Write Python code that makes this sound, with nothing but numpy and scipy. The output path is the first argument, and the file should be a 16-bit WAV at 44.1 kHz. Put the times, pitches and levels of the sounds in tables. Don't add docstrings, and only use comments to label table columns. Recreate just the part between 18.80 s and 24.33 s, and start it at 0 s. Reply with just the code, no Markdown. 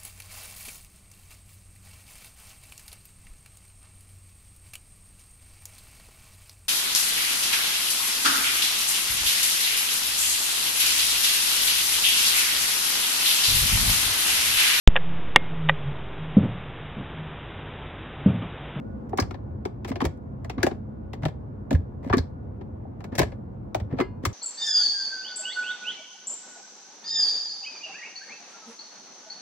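import sys
import numpy as np
from scipy import signal
from scipy.fft import rfft, irfft
from scipy.io import wavfile

SR = 44100
rng = np.random.default_rng(int(sys.argv[2]) if len(sys.argv) > 2 else 0)


def file_out(sig):
    cols = np.atleast_2d(sig).T
    lim = np.clip(cols, -1, 1)
    pcm = np.round(lim * 32767).astype(np.int16)
    wavfile.write(sys.argv[1], SR, pcm)


N = 243860

# frequency in Hz, relative level of the third-octave noise bands in
# dB.
RUMBLE_SPECTRUM = [(30, -23), (50, -1.5), (115, 4), (165, -12.5), (210, -3.5), (320, -13), (500, -21),
                   (960, -29.5), (1650, -44), (3500, -64), (14000, -74.5)]
# frequency in Hz, side against mid in dB.
ROOM_WIDTH = [(60, -13), (180, -12), (550, 4), (15000, -5)]
# pitch in Hz, width in Hz, settled rms level in dB.
FAINT_TONES = [(1460, 7.1, -76), (214.6, 14, -51.5), (510, 60, -64)]
# start in seconds, clack peak in dB, hardness in dB, hollow note in Hz.
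KNOCKS = [(0.293, -56.5, 21.5, 920), (0.329, -56, -83.5, 820), (0.374, -36, 29.5, 516),
          (0.383, -26.5, -17, 1080), (0.398, -26, 22.5, 4870), (0.422, -35.5, 4.5, 670),
          (0.508, -39, -2.5, 1020), (0.542, -42.5, -14.5, 550), (0.852, -37, 9, 813),
          (1.0456, -34.5, -0.5, 744), (1.115, -36.5, -7.5, 510), (1.156, -36, -5, 2450),
          (1.203, -29.5, -9, 845), (1.2141, -29.5, 0, 990), (1.241, -37.5, 5, 607),
          (1.2506, -25, 12.5, 620), (1.6448, -41, 5.5, 626), (1.6965, -32.5, 4, 740),
          (1.78, -41, -27.5, 1070), (1.802, -48.5, -4, 2170), (1.8291, -15.5, 9.5, 1650),
          (1.865, -25.5, 7, 700), (1.91, -41.5, -20, 695), (2.332, -36.5, 0.5, 590), (2.432, -36, -7, 730),
          (2.452, -27.5, 0, 683), (2.482, -42.5, 0.5, 520), (2.907, -29, 2.5, 569), (2.928, -37, 15, 670),
          (2.948, -37.5, -1, 520), (3.297, -34, -29, 790), (3.326, -28, -20.5, 1160),
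          (3.3329, -23, -10.5, 1110), (3.369, -36.5, 20, 510), (3.38, -27.5, 7.5, 4130),
          (3.81, -54, -17.5, 570), (4.204, -48.5, -1.5, 700), (4.2404, -40, 5.5, 630),
          (4.352, -35.5, 19, 496), (4.3961, -20.5, 11, 2220), (4.4147, -25.5, 8, 790),
          (4.429, -29, -0.5, 590), (4.5187, -47.5, -15.5, 514), (4.9455, -27, 9, 719),
          (4.999, -41.5, 0, 500), (5.2005, -26.5, -5, 975), (5.2091, -30.5, -4, 1300),
          (5.451, -21, 18, 1010)]
# pitch in Hz, least width in Hz, relative level in dB.
LINKAGE_MODES = [(346, 50, 14), (707, 72, 1.5), (1710, 120, 6), (2070, 220, 4.5), (5300, 300, -12),
                 (7170, 700, -5.5), (11800, 600, -16.5), (15200, 1200, -9.5)]
# lower edge in Hz, upper edge in Hz.
JOINT_BANDS = [(280, 1500), (1500, 5000), (5000, 16500)]
# level against the clack in dB, dB gained per dB of hardness.
BAND_BALANCE = [(-2.5, -0.2435), (0, 0), (-24.5, 0.5426)]
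BAND_PAN_DB = [3.5, 2.5, 4]
# frequency in Hz, side against mid in dB.
JOINT_WIDTH = [(60, -17), (250, -9), (600, -1), (2500, -3), (8000, 6), (13000, -2)]
# start in seconds, peak in dB, pitch of the push in Hz.
THUDS = [(0.331, -23, 780), (0.335, -21.5, 414), (0.385, -20, 980), (0.391, -11.5, 352), (0.857, -20, 425),
         (1.776, -20, 256), (1.8675, -13, 702), (1.871, -15.5, 330), (1.916, -20.5, 327), (2.428, -19, 173),
         (2.457, -21.5, 657), (2.912, -20.5, 612), (3.263, -22, 260), (3.327, -18.5, 1190),
         (3.339, -16.5, 375), (3.812, -32, 396), (4.052, -37.5, 735), (4.325, -24, 290), (4.383, -17, 180),
         (4.409, -17, 627), (4.433, -23.5, 386), (4.4, -21, 681), (4.948, -19, 680), (0.414, -14.5, 110.6),
         (1.107, -18.5, 255), (1.222, -15, 268), (1.244, -15, 345), (1.256, -16, 87), (1.786, -17.5, 109.7),
         (1.841, -18.5, 262), (2.453, -14.5, 158.5), (2.91, -17, 250), (2.924, -12.5, 261),
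         (2.938, -5.5, 81), (3.304, -14, 98.2), (3.336, -7, 317), (3.368, -11.5, 224), (3.388, -14, 85),
         (4.397, -16.5, 380), (4.406, -14.5, 162.3), (4.421, -19.5, 87), (5.015, -19, 106),
         (5.124, -18, 144), (5.136, -17.5, 299), (5.197, -17.5, 269), (5.208, -12, 351), (5.222, -20, 400),
         (5.436, -21.5, 298), (5.466, -17.5, 112)]
# pitch in Hz, seconds to die by 60 dB.
PANEL_MODES = [(85, 0.16), (103, 0.2), (150, 0.092), (265, 0.068), (335, 0.025), (395, 0.034), (620, 0.039),
               (775, 0.032), (1190, 0.033)]
# start in seconds, length in seconds, clack peak in dB, hardness in dB.
SLIDES = [(1.072, 0.038, -38.5, 14.5), (1.794, 0.094, -41.5, -18.5), (2.418, 0.017, -47.5, -2),
          (3.226, 0.078, -46, -6.5), (4.317, 0.041, -46.5, -15.5), (4.379, 0.021, -20, 20.5),
          (5.094, 0.067, -50, -26.5), (5.161, 0.087, -47, -13), (5.183, 0.017, -33.5, -19),
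          (5.425, 0.061, -44.5, 1)]
# pitch in Hz, level against the blow in dB, seconds to die by 60 dB.
ROD_MODES = [(991, -15, 1.5), (1232, -9, .15), (1459, -22, .92), (1664, -10, .3), (2064, 6, .13),
             (2095, -15, .42), (2471, -26, .7), (2821, -15, .3), (3085, -12, .15), (4300, -20, .3),
             (4883, -17, .2)]
# start in seconds, level in dB.
ROD_BLOWS = [(3.336, -55), (4.399, -53), (5.212, -39)]


def from_db(db):
    return 10 ** (np.asarray(db) / 20)


def rms_one(x):
    return x / np.sqrt(np.mean(x ** 2) + 1e-20)


def at_hz(points, hz):
    freqs, values = np.array(points).T
    return np.interp(np.log(hz), np.log(freqs), values)


def band(x, low, high, order=4):
    return signal.sosfilt(signal.butter(order, [low, high], "band", fs=SR, output="sos"), x)


def resonance(x, hz, width_hz):
    r = np.exp(-np.pi * width_hz / SR)
    gain = (1 - r * r) / 2
    return signal.lfilter([gain, 0, -gain], [1, -2 * r * np.cos(2 * np.pi * hz / SR), r * r], x)


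def ring(clicks, hz, t60):
    r, w = from_db(-60 / (t60 * SR)), 2 * np.pi * hz / SR
    return signal.lfilter([0, np.sin(w)], [1, -2 * r * np.cos(w), r * r], clicks + 1e-18)


def drift(rate_hz):
    hop, run_in = 40, 2000
    r = np.exp(-2 * np.pi * rate_hz * hop / SR)
    white = rng.standard_normal(N // hop + run_in + 2)
    slow = signal.lfilter([1], [1, -2 * r, r * r], white)[run_in:]
    return np.interp(np.arange(N) / hop, np.arange(len(slow)), rms_one(slow))


def add(out, start_s, sound):
    i = round(start_s * SR)
    out[:, i:i + sound.shape[1]] += sound[:, :N - i]


def left_right(mid, side):
    return np.array([mid + side, mid - side])


def settling(settle_s=0.61):
    return np.exp(-(np.arange(N) / SR / settle_s) ** 2)


def workshop_rumble(level_db, waver_db, start_boost_db):
    out, edges = 0, 22 * 2 ** (np.arange(30) / 3)
    white = rng.standard_normal((2, 2, N + SR))
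    boost_db = start_boost_db * settling()
    for k, (low, high) in enumerate(zip(edges, edges[1:])):
        mid, side = band(white[k % 2], low, high, order=3)[:, SR:]
        hz = np.sqrt(low * high)
        db = at_hz(RUMBLE_SPECTRUM, hz) + waver_db * drift(rate_hz=25) + boost_db * (hz > 200)
        out += from_db(db) * left_right(mid, from_db(at_hz(ROOM_WIDTH, hz)) * side)
    return from_db(level_db) * out / np.std(out.mean(axis=0))


def lingering_tones(start_boost_db):
    out, white = 0, rng.standard_normal((2, N + SR))
    for hz, width, db in FAINT_TONES:
        tone = resonance(resonance(white, hz, width), hz, width)
        mid, side = rms_one(tone[:, SR:])
        out += from_db(db) * left_right(mid, from_db(at_hz(ROOM_WIDTH, hz)) * side)
    return from_db(start_boost_db * settling()) * out


def steel_contacts(count, grit_db):
    return rng.standard_normal((2, count)) * from_db(grit_db * rng.standard_normal(count))


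def linkage(contacts, scatter_db=3.5, crack_db=-4.5, detune=0.026):
    body = from_db(crack_db) * signal.lfilter([1], [1, -.8], contacts)
    offsets_db = rng.normal(0, scatter_db, len(LINKAGE_MODES))
    tunings = np.exp(detune * rng.standard_normal(len(LINKAGE_MODES)).clip(-2, 1))
    for (hz, width, db), offset_db, tuning in zip(LINKAGE_MODES, offsets_db, tunings):
        width = max(width, 120 + hz / 25)
        body += from_db(db + offset_db) * resonance(contacts, tuning * hz, width) * np.sqrt(SR / width)
    return body


def disperse(pair, lateness, top_hz):
    hz = np.minimum(np.fft.rfftfreq(pair.shape[1], 1 / SR), top_hz)
    turns = lateness * (2 * np.sqrt(hz) - hz / np.sqrt(top_hz))
    return irfft(rfft(pair) * np.exp(-2j * np.pi * turns), pair.shape[1])


def spread(pair, path_s=.0003, alike=0.3):
    hz = np.fft.rfftfreq(pair.shape[1], 1 / SR) + 1
    other_path = rfft(pair[0]) * np.exp(2j * np.pi * hz * path_s)
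    side = alike * other_path + np.sqrt(1 - alike ** 2) * rfft(pair[1])
    side *= from_db(at_hz(JOINT_WIDTH, hz))
    return left_right(pair[0], irfft(side, pair.shape[1]))


def joint(contacts, clack_db, hardness_db, note_hz, rms_samples, hollow_db=20, hollow_q=3.8):
    hollow = from_db(hollow_db) * resonance(contacts, note_hz, note_hz / hollow_q) * np.sqrt(SR / note_hz)
    body = disperse(linkage(contacts) + hollow, lateness=.14, top_hz=2000)
    out = 0
    for (low, high), (base_db, slope), pan_db in zip(JOINT_BANDS, BAND_BALANCE, BAND_PAN_DB):
        part = band(body, low, high)
        is_clack = low == JOINT_BANDS[1][0]
        size = np.abs(part[0]).max() if is_clack else np.std(part[0, :rms_samples])
        gain = from_db(clack_db + base_db + slope * hardness_db) / size
        pan = from_db([[pan_db / 2], [-pan_db / 2]])
        out += gain * spread(part) * pan
    return out


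def joint_knocks(grit_db, chatter_s, rise_share):
    out, t = np.zeros((2, N)), np.arange(SR // 8) / SR
    fall = from_db(-30 * t / chatter_s)
    fall *= 1 + from_db(0.5) * np.exp(-t / 0.002)
    for start, db, hardness_db, note_hz in KNOCKS:
        softness = from_db(np.clip(-0.14 * hardness_db, -5, 5))
        rise = 1 - np.exp(-t / (rise_share * chatter_s * softness))
        contacts = steel_contacts(len(t), grit_db) * rise * fall
        add(out, start, joint(contacts, db, hardness_db, note_hz, rms_samples=SR // 70))
    return out


def underbody_echoes(x, t60, dull_hz):
    t = np.arange(SR // 2) / SR
    envelope = from_db(-60 * t / t60) * np.minimum(t / .006, 1)
    tail = rng.standard_normal((2, len(t))) * envelope
    tail = signal.sosfilt(signal.butter(1, dull_hz, fs=SR, output="sos"), tail)
    tail /= np.sqrt(np.sum(tail ** 2, axis=1, keepdims=True))
    return signal.fftconvolve(x, tail, axes=1)[:, :N]


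def housing_thuds(push_cycles, shortest_push_s, pitch_reach):
    out, click = np.zeros((2, N)), signal.unit_impulse(SR // 4)
    modes = np.array([ring(click, hz, t60) + .5 * ring(click, 1.8 * hz, 0.75 * t60)
                      for hz, t60 in PANEL_MODES])
    mode_hz = np.array(PANEL_MODES)[:, 0]
    for start, db, hz in THUDS:
        push_s = max(push_cycles / hz, shortest_push_s)
        turns = np.arange(round(push_s * SR)) * hz / SR
        push = np.hanning(len(turns)) * np.cos(2 * np.pi * (turns - turns.mean()))
        drive = np.exp(-(np.log(mode_hz / hz) / pitch_reach) ** 2)
        swing = np.convolve(drive @ modes, push)[:len(click)]
        swing *= from_db(db) / np.abs(swing).max()
        side = from_db(-12) * hz / 200 * np.roll(swing, round(SR / hz / 4))
        add(out, start, left_right(swing, side))
    return out


def joint_slides(grit_db, slip_db, slip_s, note_hz):
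    out, t = np.zeros((2, N)), np.arange(SR // 8) / SR
    for start, length, db, hardness_db in SLIDES:
        swell = np.sin(np.pi * t / length).clip(0) ** 0.6 * (t < length)
        slips = from_db(slip_db * rng.standard_normal(len(t)))[(t / slip_s).astype(int)]
        contacts = steel_contacts(len(t), grit_db) * swell * slips
        add(out, start, joint(contacts, db, hardness_db, note_hz, rms_samples=round(length * SR)))
    return out


def rod_ringing():
    out = np.zeros((2, N))
    for hz, db, t60 in ROD_MODES:
        clicks = np.zeros((2, N))
        for start, blow_db in ROD_BLOWS:
            clicks[:, round(start * SR)] = from_db(db + blow_db + rng.normal(0, 1.4, 2))
        out += ring(clicks, hz, t60)
    return out


def scene():
    metal = joint_knocks(grit_db=5.5, chatter_s=0.028, rise_share=0.051)
    metal += joint_slides(grit_db=7, slip_db=2.5, slip_s=.004, note_hz=520)
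    metal += housing_thuds(push_cycles=.8, shortest_push_s=.005, pitch_reach=0.21)
    echoes = from_db(-18.5) * underbody_echoes(metal, t60=0.22, dull_hz=6050)
    rod = rod_ringing()
    room = workshop_rumble(level_db=-37, waver_db=1, start_boost_db=3)
    room += lingering_tones(start_boost_db=9.5)
    return metal + echoes + rod + room


def record(dry):
    dry = signal.sosfilt(signal.butter(4, 50, "high", fs=SR, output="sos"), dry)
    dry = dry - 0.52 * resonance(dry, hz=8920, width_hz=3300)
    return signal.sosfilt(signal.cheby2(20, 60, 17000, fs=SR, output="sos"), dry)


dry = scene()
out = record(dry)
file_out(out)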